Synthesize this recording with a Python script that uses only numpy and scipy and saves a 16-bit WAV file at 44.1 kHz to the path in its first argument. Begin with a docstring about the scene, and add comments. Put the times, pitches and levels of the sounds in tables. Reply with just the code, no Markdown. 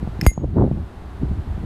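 """Indoors, a gloved hand flips open a metal lighter close to the microphone.
The lid unseats with a tick and the hinge scrapes by stick-slip friction. The lid's impact on its stop
gives a crack, a thump and a short ring of its normal modes. Then the glove rubs and bumps dully as the
grip shifts. A limiter ducks the level at the snap and recovers slowly."""
import sys
import numpy as np
from scipy import signal
from scipy.fft import rfft, irfft
from scipy.io import wavfile
from scipy.ndimage import uniform_filter1d, minimum_filter1d

SR = 44100
rng = np.random.default_rng(int(sys.argv[2]) if len(sys.argv) > 2 else 0)


def persist_wave(psi):
    """Save psi, clipped to +-1, as 16-bit WAV."""
    counts = np.round(np.clip(psi, -1, 1) * 32767).astype(np.int16)
    wavfile.write(sys.argv[1], SR, np.atleast_2d(counts).T)


N = 72765
T = np.arange(N) / SR


def from_db(db):
    """Amplitude ratio of a level in decibels."""
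    return 10 ** (np.asarray(db) / 20)


def curve(rows):
    """Linear interpolation between (t/s, value) rows."""
    return np.interp(T, *np.transpose(rows))


def butterworth(x, order, hz, kind):
    """Maximally flat low-pass or high-pass filtering."""
    return signal.sosfilt(signal.butter(order, hz, kind, fs=SR, output="sos"), x)


def colour(x, spectrum):
    """Source-filter model: weight an excitation by (f/Hz, level/dB) rows, then scale to rms 1."""
    hz, db = np.transpose(spectrum)
    bin_hz = np.maximum(np.arange(N // 2 + 1) * SR / N, 1)
    gain = from_db(np.interp(np.log(bin_hz), np.log(hz), db))
    shaped = irfft(rfft(x) * gain, N)
    return shaped / np.sqrt(np.mean(shaped ** 2) + 1e-20)


def noise(spectrum):
    """Filtered Gaussian noise of rms 1."""
    return colour(rng.standard_normal(N), spectrum)


def even(x, span_s):
    """Division by the running rms evens out swells longer than the span."""
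    power = uniform_filter1d(x ** 2, max(int(span_s * SR), 2))
    return x / np.sqrt(np.abs(power) + 1e-9)


def grains(per_s, spread_db=3):
    """Poisson process: tiny impulses of random size and sign."""
    sizes = from_db(spread_db * np.minimum(rng.exponential(1, N), 4))
    signs = rng.choice([-1, 1], N)
    return sizes * signs * (rng.random(N) < per_s / SR)


def impulses(events):
    """Ideal impacts: one impulse for each (t/s, level/dB) row."""
    out = np.zeros(N)
    for at_s, db in events:
        out[int(at_s * SR)] += from_db(db)
    return out


def decay(age_s, t60_s):
    """Exponential damping: 1 until age zero, then 60 dB down every t60_s."""
    return np.exp(-np.log(1000) * np.maximum(age_s, 0) / t60_s)


def hit_envelope(hits, t60_s):
    """First-order response: a jump at each impulse, then exponential decay."""
    return signal.lfilter([1], [1, -decay(1 / SR, t60_s)], hits + 1e-18)


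def ring(hits, modes):
    """Modal superposition: impulses excite a damped sinusoid for each (f/Hz, level/dB, T60/s) row."""
    out = np.zeros(N)
    for hz, db, t60_s in modes:
        radius, angle = decay(1 / SR, t60_s), 2 * np.pi * hz / SR
        feedback = [1, -2 * radius * np.cos(angle), radius ** 2]
        out += from_db(db) * signal.lfilter([0, np.sin(angle)], feedback, hits + 1e-18)
    return out


# Spectrum of the room's background: f/Hz, relative level/dB
ROOM_SPECTRUM = [(20, 2), (60, 3.5), (140, -8), (390, -8), (530, -15), (750, -11.5), (1500, -19.5),
                 (2500, -28.5), (4000, -31.5), (5500, -40.5), (8000, -42.5), (12500, -46), (15000, -62)]
def room_tone():
    """Stationary noise, strongest in the bass."""
    return from_db(-37) * noise(ROOM_SPECTRUM)


# Envelope of the handling rumble: t/s, level/dB
RUMBLE_ENVELOPE = [(0, -28), (.2, -30.5), (.35, -28.5), (.45, -16), (.53, -19), (.62, -18), (.72, -21.5),
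                   (.83, -23), (.89, -42.5), (1.03, -31.5), (1.18, -33.5), (1.24, -20), (1.285, -26.5),
                   (1.32, -13.5), (1.355, -33), (1.39, -16.5), (1.44, -40.5), (1.52, -19), (1.58, -29.5),
                   (1.65, -26)]
# Its spectrum: f/Hz, relative level/dB
RUMBLE_SPECTRUM = [(12, -41.5), (30, -33), (48, 9), (68, 12), (95, 3), (150, -11.5), (400, -78)]
def hand_rumble():
    """Amplitude-modulated noise: a deep rumble swells as the hand moves."""
    return from_db(curve(RUMBLE_ENVELOPE)) * even(noise(RUMBLE_SPECTRUM), span_s=0.044)


# Strength of the rubbing: t/s, level/dB
RUB_ENVELOPE = [(0, -43), (.03, -32), (.1, -40), (.17, -52.5), (.23, -24), (.26, -26.5), (.35, -41.5),
                (.41, -22), (.44, -15.5), (.47, -29.5), (.535, -25.5), (.575, -9.5), (.64, -11), (.7, -27),
                (.78, -25.5), (.87, -42.5), (1.195, -42), (1.228, -21), (1.27, -38), (1.32, -26.5),
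                (1.35, -39.5), (1.39, -32.5), (1.44, -54), (1.475, -31.5), (1.55, -41.5), (1.65, -31.5)]
# Spectrum of its dull body: f/Hz, relative level/dB
BODY_SPECTRUM = [(60, -4), (110, 3.5), (190, 6), (340, -1), (500, -20), (800, -23.5), (1500, -60),
                 (4000, -111.5)]
# Spectrum of the knit's rasp: f/Hz, relative level/dB
RASP_SPECTRUM = [(200, 0), (400, 11.5), (650, -0.5), (1000, -11), (1300, -22.5), (1700, -29), (2500, -46.5),
                 (6000, -66)]
def glove_rub(rasp_exponent=1.78):
    """Friction noise: fibres catch and slip, and their rasp grows with pressure faster than the body."""
    rub_db = curve(RUB_ENVELOPE)
    body = even(noise(BODY_SPECTRUM), span_s=0.015)
    rasp = even(colour(grains(per_s=650), RASP_SPECTRUM), span_s=0.042)
    return from_db(rub_db) * body + from_db(2.5 + rasp_exponent * rub_db) * rasp


# Finger knocks: t/s, pulse level/dB, f/Hz, level of the push on the hand/dB
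KNOCKS = [(0.0286, -20, 340, -13.5), (0.075, -18.5, 425, -14), (0.192, -21.5, 180, -18),
          (0.228, -17, 265, -8), (0.316, -14.5, 376, -15.5), (0.378, -5, 486, -3.5),
          (0.4375, -3.5, 200, -12), (0.4439, -3, 342, -14), (0.568, -5.5, 233, -6.5),
          (0.5849, -7, 620, -6.5), (0.6225, -3, 504, -2.5), (0.64, -4.5, 422, -14), (0.665, -3, 240, -7),
          (0.678, -10, 380, -20), (0.714, -8.5, 390, -3), (0.773, -18.5, 373, -10), (1.234, -13, 224, -10),
          (1.3154, -8.5, 114, -16.5), (1.39, -19, 88, -22), (1.578, -51, 255, -17),
          (1.638, -15.5, 126, -31)]
# Modes of the hand: f/Hz, level/dB, T60/s
HAND_RESONANCES = [(144.7, -11, 0.15), (194, -4, 0.04), (330, -16, 0.032)]
def finger_bumps(width_cycles=0.31, padding_hz=530):
    """Cushioned impact: each knock is one rounded push and pull, and excites the hand's modes."""
    pushes = impulses([(at_s, push_db) for at_s, _, _, push_db in KNOCKS])
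    out = butterworth(ring(pushes, HAND_RESONANCES), 2, padding_hz, "low")
    for at_s, db, hz, _ in KNOCKS:
        cycles = (T - at_s) * hz
        out += from_db(db) * np.exp(-(cycles / width_cycles) ** 2) * np.sin(2 * np.pi * cycles)
    return out


# Spectrum of metal friction: f/Hz, relative level/dB
FRICTION_SPECTRUM = [(1200, -43), (2400, 10.5), (3600, -11.5), (5400, -10), (8000, -6), (12500, -9),
                     (14500, -35)]
def hinge_scrape(from_s=0.224, to_s=0.31):
    """Stick-slip friction: tiny slips of the swinging lid scrape and faintly ring its middle modes."""
    slips = grains(per_s=810)
    swinging = (T > from_s) & (T < to_s)
    scrape = colour(slips, FRICTION_SPECTRUM) * swinging
    singing = lid_ring(slips * swinging, MIDDLE_BAND_HZ)
    return from_db(-47) * scrape + from_db(-39.5) * singing


# The lid unseating and small contacts of the cam: t/s, level/dB
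CAM_CONTACTS = [(0.2123, -17), (0.2129, -15), (0.2152, -23.5), (0.2335, -34), (0.2395, -34), (0.242, -38),
                (0.2528, -28.5), (0.2542, -34), (0.334, -34)]
# Modes of the hand-held case: f/Hz, level/dB, T60/s
CASE_RESONANCES = [(1810, -15, 0.0125), (2035, -6, 0.014), (2360, -11.5, 0.014), (4510, -20, 0.021),
                   (5250, -12, 0.018), (5390, -8.5, 0.013), (6500, -36.5, 0.014), (7500, -20, 0.0093),
                   (11700, -25.5, .008), (12700, -11, 0.006)]
def cam_ticks():
    """Damped impulse response: gritty contacts ring the case, whose vibration the hand absorbs."""
    hits = impulses(CAM_CONTACTS)
    grit = from_db(-17.5) * hit_envelope(hits, t60_s=0.018) * noise(FRICTION_SPECTRUM)
    return butterworth(ring(hits, CASE_RESONANCES) + grit, 4, 1560, "high")


# Spectrum of the jangle after the impact: f/Hz, relative level/dB
JANGLE_SPECTRUM = [(500, 7), (1500, 2), (3500, -9), (4600, -16), (6000, -12.5), (7800, -17.5), (8700, 8.5),
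                   (9800, -7), (11300, 2), (13000, 2), (15000, -18)]
def jangle(count=44, low_hz=2600, high_hz=14320):
    """Inharmonic vibration: many unrelated partials of thin metal parts, with fine contact chatter."""
    pitches = low_hz + (high_hz - low_hz) * (np.arange(count) + rng.random(count)) / count
    partials = sum(np.sin(2 * np.pi * (hz * T + rng.random())) for hz in pitches)
    chatter = colour(grains(per_s=670), JANGLE_SPECTRUM)
    return colour(partials, JANGLE_SPECTRUM) + from_db(-8.5) * chatter


LOW_BAND_HZ, MIDDLE_BAND_HZ, HIGH_BAND_HZ = (0, 3000), (3000, 8100), (8100, SR / 2)
# Modes of the open lid: f/Hz, level/dB, T60/s
LID_RESONANCES = [(1690, -47, .15), (2098, -25.5, .29), (2133, -32, .13), (4000, -46, .12),
                  (4845, -23.5, .055), (6679, -26.5, .235), (6707, -29.5, .19), (7660, -47, .28),
                  (8660, -42, .1), (8866, -41, .1), (9270, -39, .11), (10508, -27, .17), (11630, -38, .14),
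                  (12345, -35, .09), (13953, -38, .12)]
def lid_ring(hits, band_hz):
    """Free vibration of the lid's modes within one band; close pairs beat."""
    low_hz, high_hz = band_hz
    return ring(hits, [mode for mode in LID_RESONANCES if low_hz <= mode[0] < high_hz])


# The lid hits its stop, then rebounds: t/s, level/dB
LID_IMPACTS = [(0.2651, 10.5), (0.2712, -25), (0.2786, -22.5)]
# Spectrum of the impact's crack: f/Hz, relative level/dB
CRACK_SPECTRUM = [(500, 10), (1500, -0.5), (2100, 4), (3000, -8.5), (4200, 6.5), (5000, -5), (7000, -6.5),
                  (8700, -2), (10000, -23), (12500, 13), (13600, -5), (15000, -18)]
def lid_snap(choke_at_s=0.305, drop_at_s=0.313, drop_s=0.00367, drop_db=-10.5):
    """Hard impact: brief metal contact excites a broad band, heard as a crack, a jangle and a ring."""
    hits, first_hit = impulses(LID_IMPACTS), impulses(LID_IMPACTS[:1])
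    crack_noise = even(noise(CRACK_SPECTRUM), span_s=0.00062)
    crack = from_db(-6.5) * hit_envelope(hits, t60_s=0.0029) * crack_noise
    shimmer = from_db(-27.5) * hit_envelope(hits, t60_s=0.092) * jangle()
    # The glove settles on the lid and damps its lowest modes.
    choke = decay(T - choke_at_s, t60_s=0.11)
    # The jangle and the highest modes hold briefly, then drop away.
    drop = from_db(drop_db * np.clip((T - drop_at_s) / drop_s, 0, 1))
    low = choke * lid_ring(first_hit, LOW_BAND_HZ)
    middle = lid_ring(first_hit, MIDDLE_BAND_HZ)
    high = drop * lid_ring(hits, HIGH_BAND_HZ)
    return crack + drop * shimmer + from_db(-2) * (low + middle + high)


def snap_thump(floor_hz=26.1, sweep_cycles=0.46, sweep_s=0.00015, rise_s=0.011, hold_s=0.0167):
    """Downward chirp: the jolt of the snap is a heavy pulse whose pitch plunges into the bass."""
    start_s, impact_db = LID_IMPACTS[0]
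    age = np.maximum(T - start_s, 0)
    cycles = floor_hz * age + sweep_cycles * np.log1p(age / sweep_s)
    rise = 1 - 0.46 * np.exp(-age / rise_s)
    release = decay(age - hold_s, t60_s=0.059)
    return from_db(impact_db - 0.5) * rise * release * np.sin(2 * np.pi * cycles)


def scene():
    """Linear superposition of room, hand and lighter, in mono."""
    room = room_tone()
    lighter = cam_ticks() + hinge_scrape() + lid_snap() + snap_thump()
    handling = butterworth(glove_rub() + hand_rumble(), 2, 26, "high")
    return (room + handling + finger_bumps() + lighter)[None]


def record(dry):
    """Look-ahead limiting with slow recovery, then band limiting by a steep low-pass filter."""
    threshold_db, ahead_s, recovery_s, cutoff_hz = 1, 0.00068, 0.43, 15100
    over_db = np.maximum(20 * np.log10(np.abs(dry[0]) + 1e-9) - threshold_db, 0)
    recovery = np.exp(-T / recovery_s)
    duck_db = np.maximum.accumulate(over_db / recovery) * recovery  # decaying peak hold
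    ahead = int(ahead_s * SR)
    gain_db = uniform_filter1d(minimum_filter1d(-duck_db, 2 * ahead), ahead)
    low_pass = signal.ellip(10, 0.1, 80, cutoff_hz, fs=SR, output="sos")
    return signal.sosfilt(low_pass, dry * from_db(gain_db))


dry = scene()
out = record(dry)
persist_wave(out)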